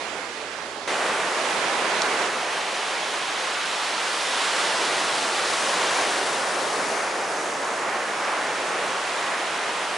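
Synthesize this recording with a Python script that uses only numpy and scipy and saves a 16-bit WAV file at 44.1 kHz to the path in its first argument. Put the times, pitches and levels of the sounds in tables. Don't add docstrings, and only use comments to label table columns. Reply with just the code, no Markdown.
import sys
import numpy as np
from scipy import signal
from scipy.fft import rfft, irfft, next_fast_len
from scipy.io import wavfile
from scipy.ndimage import uniform_filter1d, map_coordinates

SR = 44100
rng = np.random.default_rng(int(sys.argv[2]) if len(sys.argv) > 2 else 0)


def wrap_up_sound(samples):
    columns = np.atleast_2d(samples).T
    tamed = np.clip(columns, -1, 1)
    steps = np.round(tamed * 32767).astype(np.int16)
    wavfile.write(sys.argv[1], SR, steps)


N = 439677
TIME = np.arange(N) / SR
TOP_HZ = 11130


def amp(db):
    return 10 ** (np.asarray(db) / 20)

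def power(db):
    return amp(db) ** 2

def unit(x):
    return x / np.sqrt(np.mean(x ** 2) + 1e-20)

def along(points, hz):
    pitches, values = np.transpose(points)
    return np.interp(np.log(hz + 1), np.log(pitches + 1), values)

def wobble(rate):
    return map_coordinates(rng.standard_normal(int(N * rate / SR) + 4), [TIME * rate])

def filtered(x, response):
    size = next_fast_len(N + SR // 2)
    return irfft(rfft(x, size) * response(np.fft.rfftfreq(size, 1 / SR)), size)[..., :N]

def band(hz, lo_hz, hi_hz, order=8):
    below = lambda edge: 1 / (1 + (hz / edge) ** order)
    return np.sqrt(below(hi_hz) * (1 - below(lo_hz)))

def panned(db):
    gains = amp(np.array([db, -db]) / 2)
    return gains / np.sqrt(np.mean(gains ** 2, axis=0))

def swell(peak_s, db, rise_s, fall_s):
    t = TIME - peak_s
    return power(db) * np.exp(-np.where(t < 0, (t / rise_s) ** 2, t / fall_s))

def turbulence(patchy_db, size=512):
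    spectrum = signal.stft(rng.standard_normal((2, N)), nperseg=size)[2]
    patches = uniform_filter1d(rng.standard_normal(spectrum.shape[1:]), size=9, axis=0)
    patches = uniform_filter1d(patches, size=16, axis=1)
    return unit(signal.istft(spectrum * amp(patchy_db * unit(patches)), nperseg=size)[1][:, :N])

def voiced(pair, colour, alike, lo_hz, hi_hz):
    def response(hz):
        turn = np.arccos(np.clip(along(alike, hz), -1, 1)) / 2
        tone = amp(along(colour, hz)) * band(hz, lo_hz, hi_hz) * (hz < TOP_HZ)
        return tone * np.array([np.cos(turn), np.sin(turn)])
    return unit(filtered(pair, response)) / np.sqrt(2)

def hum(hz=97.5, db=-63.5):
    return np.sqrt(2) * amp(db) * np.sin(2 * np.pi * hz * TIME)

# (pitch [Hz], level [dB], time to fade by 60 dB [s])
TICK_NOTES = [(4400, 2, 0.0028), (5700, -2, 0.0055), (6500, -1, 0.0027), (7500, -6, 0.0032)]

def tick(at_s=2.0196, peak_db=-8, attack_s=0.00029):
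    t = np.maximum(TIME - at_s - np.array([[0], [1 / SR]]), 0)
    ring = sum(amp(db) * np.exp(-np.log(1000) * t / fade_s) * np.sin(2 * np.pi * hz * t)
               for hz, db, fade_s in TICK_NOTES)
    ring *= 1 - np.exp(-t / attack_s)
    return amp(peak_db) * ring / np.abs(ring).max()

# (pitch [Hz], relative level [dB])
FAR_TONE = [(30, -36), (60, -29), (130, -17.5), (220, -7.5), (420, 0.5), (1000, 1.5), (2000, -0.5),
            (4000, -7.5), (7000, -13), (9000, -18.5), (11000, -22.5)]
# (pitch [Hz], likeness [0-1])
FAR_LIKENESS = [(60, 0.83), (170, 0.96), (470, 0.97), (1330, 0.67), (3750, 0.46), (10500, 0.4)]
# (pitch [Hz], left over right [dB])
FAR_LEAN = [(60, 2), (140, -0.5), (340, -1), (790, -5), (1880, -10), (4450, -7.5), (10500, -6)]
# (peak time [s], level [dB], rise [s], fall [s])
FAR_SWELLS = [(0, -37.5, .5, 0.46), (1.7, -31.2, 0.33, 2.6)]

def far_surf(roar_db=-37, hiss_db=-36.5, wave_hiss_db=1.5):
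    waves = sum(swell(*wave) for wave in FAR_SWELLS)
    roar = voiced(turbulence(patchy_db=0.7), FAR_TONE, FAR_LIKENESS, 16, 1180)
    hiss = voiced(turbulence(patchy_db=1.05), FAR_TONE, FAR_LIKENESS, 1300, SR)
    roar *= np.sqrt(power(roar_db) + waves)
    hiss *= np.sqrt(power(hiss_db) + power(wave_hiss_db) * waves)
    mid, side = roar + hiss
    return filtered(np.array([mid + side, mid - side]), lambda hz: panned(along(FAR_LEAN, hz)))

# (start [s], end [s], first dip [Hz], last dip [Hz], echo strength [0-1])
FLATTENING_WAVES = [(.5, 2.3, 4500, 5200, .15), (2.4, 6.4, 1610, 2515, .06), (6.35, 10.3, 2170, 5800, 0.2)]

def wet_sand_echo(sound, fade_s=0.85, top_hz=6500):
    dull = filtered(sound, lambda hz: band(hz, 10, top_hz))
    for start, end, first_hz, last_hz, strength in FLATTENING_WAVES:
        dip_hz = np.interp(TIME, [start, end], [first_hz, last_hz])
        share = strength * np.clip(np.minimum(TIME - start, end - TIME) / fade_s + 0.5, 0, 1)
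        echo = map_coordinates(dull, [np.arange(N) - SR / (2 * dip_hz)])
        sound = (sound + share * echo) / np.sqrt(1 + share ** 2)
    return sound

ROAR_DB, CHURN_DB, WASH_DB, FIZZ_DB = -36.5, -31, -39.5, -47
# (pitch [Hz], relative level [dB])
SEA_TONE = [(25, -46), (50, -40.5), (100, -27), (160, -16.5), (250, -12), (400, -4), (680, -1),
            (1080, 0.76), (1950, -2), (2800, -6), (4500, -11.5), (7800, -16), (9000, -17), (11000, -20.5)]
# (pitch [Hz], likeness [0-1])
SEA_LIKENESS = [(60, 0.92), (130, 0.98), (260, 0.97), (550, 0.94), (1150, 0.85), (2410, 0.85), (5030, 0.86),
                (10500, 0.64)]

def sea_band(noise, band_power, lo_hz, hi_hz):
    return np.sqrt(band_power) * voiced(noise, SEA_TONE, SEA_LIKENESS, lo_hz, hi_hz)

def bubbles(lo_hz, hi_hz, cycles, scatter_db, count, size=160):
    when, pitch, strength, place = rng.random((count, 4)).T[:, :, None]
    phase = lo_hz * (hi_hz / lo_hz) ** pitch * np.arange(size) / SR
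    bigness = np.minimum(-np.log(strength + 1e-12), 5)
    rings = amp(scatter_db * bigness) * np.sin(2 * np.pi * phase) * np.exp(-np.log(1000) * phase / cycles)
    at = ((when * N).astype(int) + np.arange(size)).ravel()
    return np.array([unit(np.bincount(at, (rings * gain).ravel(), N)[:N]) for gain in (1, 2 * place - 1)])

# (peak time [s], wash level [dB], rise [s], fall [s], fizz over wash [dB], pull to the left [dB])
FOAM_SHEETS = [(.88, -34.5, .8, 1.2, -4.5, -1.3), (3.7, -33.5, 1.8, .3, -8, -2.5),
               (4.62, -29.5, 0.68, 0.42, -6.5, -2.3), (5.99, -30, 1.2, 0.33, -3.5, .7),
               (6.95, -41, 0.87, 0.2, 3.5, 10), (7.429, -46.5, .21, 0.52, 6, -2.6),
               (9.15, -34.5, 1.02, 4.5, -6.5, -1.1)]

def foam(sheets):
    fizziness = power([fizz_db for *_, fizz_db, _ in FOAM_SHEETS])
    droplets = turbulence(patchy_db=0.47)
    droplets += amp(-19) * bubbles(2280, 6600, cycles=9.3, scatter_db=2.5, count=12000)
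    spray = turbulence(patchy_db=0.86)
    spray += amp(-10.5) * bubbles(5400, 11600, cycles=7.7, scatter_db=3.0, count=20000)
    wash = sea_band(droplets, power(WASH_DB) + sheets.sum(axis=0), 2700, 6050)
    fizz = sea_band(spray, power(FIZZ_DB) + fizziness @ sheets, 5420, SR)
    return amp(0.26 * wobble(rate=16)) * (wash + fizz)

def foam_front(sheets, resting_db=-2.5):
    pulls_db = np.array([row[-1] for row in FOAM_SHEETS])
    calm = power(WASH_DB)
    return (resting_db * calm + pulls_db @ sheets) / (calm + sheets.sum(axis=0))

# (peak time [s], roar level [dB], splash level [dB])
PLUNGING_CRESTS = [(1.06, -34, -31), (2.15, -35, -41), (4.61, -36, -30), (5.08, -34, -35), (5.97, -30, -34),
                   (6.88, -33.3, -40), (7.92, -39.5, -33), (8.28, -38, -32), (8.77, -38, -42)]

def breaker(crests, sheets, crest_churn_db=1.6, sheet_churn_db=-1.5):
    splashes = sum(swell(at, db, rise_s=0.063, fall_s=0.1) for at, _, db in PLUNGING_CRESTS)
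    white_water = power(crest_churn_db) * crests + power(sheet_churn_db) * sheets.sum(axis=0)
    roar = sea_band(turbulence(patchy_db=0.5), power(ROAR_DB) + crests, 10, 747)
    churn = sea_band(turbulence(patchy_db=0.69), power(CHURN_DB) + splashes + white_water, 680, 2590)
    return amp(0.16 * wobble(rate=13)) * (roar + churn)

# (pitch [Hz], left over right [dB])
CREST_LEAN = [(100, 0), (450, -0.9), (1000, -1.5), (2200, 0), (4000, 0)]
# (pitch [Hz], multiplier [no unit])
FOAM_FOLLOWING = [(450, -0.21), (1200, -0.15), (3800, 1.6), (7000, 0.42), (10000, -0.18)]
# (pitch [Hz], phase lead [radians])
LEFT_LEAD = [(100, -.03), (400, -0.11), (1200, -0.11), (3000, 0), (6000, 0), (8500, .15), (10500, -.2)]

def near_surf(calm_db=-27.5, narrowing=0.64, size=512):
    crests = sum(swell(at, db, rise_s=0.37, fall_s=0.49) for at, db, _ in PLUNGING_CRESTS)
    sheets = np.array([swell(at, db, rise, fall) for at, db, rise, fall, *_ in FOAM_SHEETS])
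    mid, side = breaker(crests, sheets) + foam(sheets)
    mid = wet_sand_echo(mid)
    surge = (power(CHURN_DB) + crests + sheets.sum(axis=0)) / power(calm_db)
    side = side * surge ** (-narrowing / 2)
    hz, t, spectrum = signal.stft(np.array([mid + side, mid - side]), SR, nperseg=size)
    front_db = np.interp(t, TIME, foam_front(sheets))
    lean_db = along(CREST_LEAN, hz)[:, None] + np.outer(along(FOAM_FOLLOWING, hz), front_db)
    lead = np.exp(0.5j * np.outer([1, -1], along(LEFT_LEAD, hz)))[:, :, None]
    return signal.istft(spectrum * panned(lean_db) * lead, SR, nperseg=size)[1][:, :N]

def scene(near_starts_s=0.875, far_ends_s=2.28):
    near = np.clip((TIME - near_starts_s) / 0.002 + 0.5, 0, 1)
    far = np.clip((far_ends_s - TIME) / 0.04 + 0.5, 0, 1)
    return far * far_surf() + (1 - near) * hum() + near * near_surf() + tick()

def record(dry):
    return filtered(dry, lambda hz: hz < TOP_HZ)


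dry = scene()
out = record(dry)
wrap_up_sound(out)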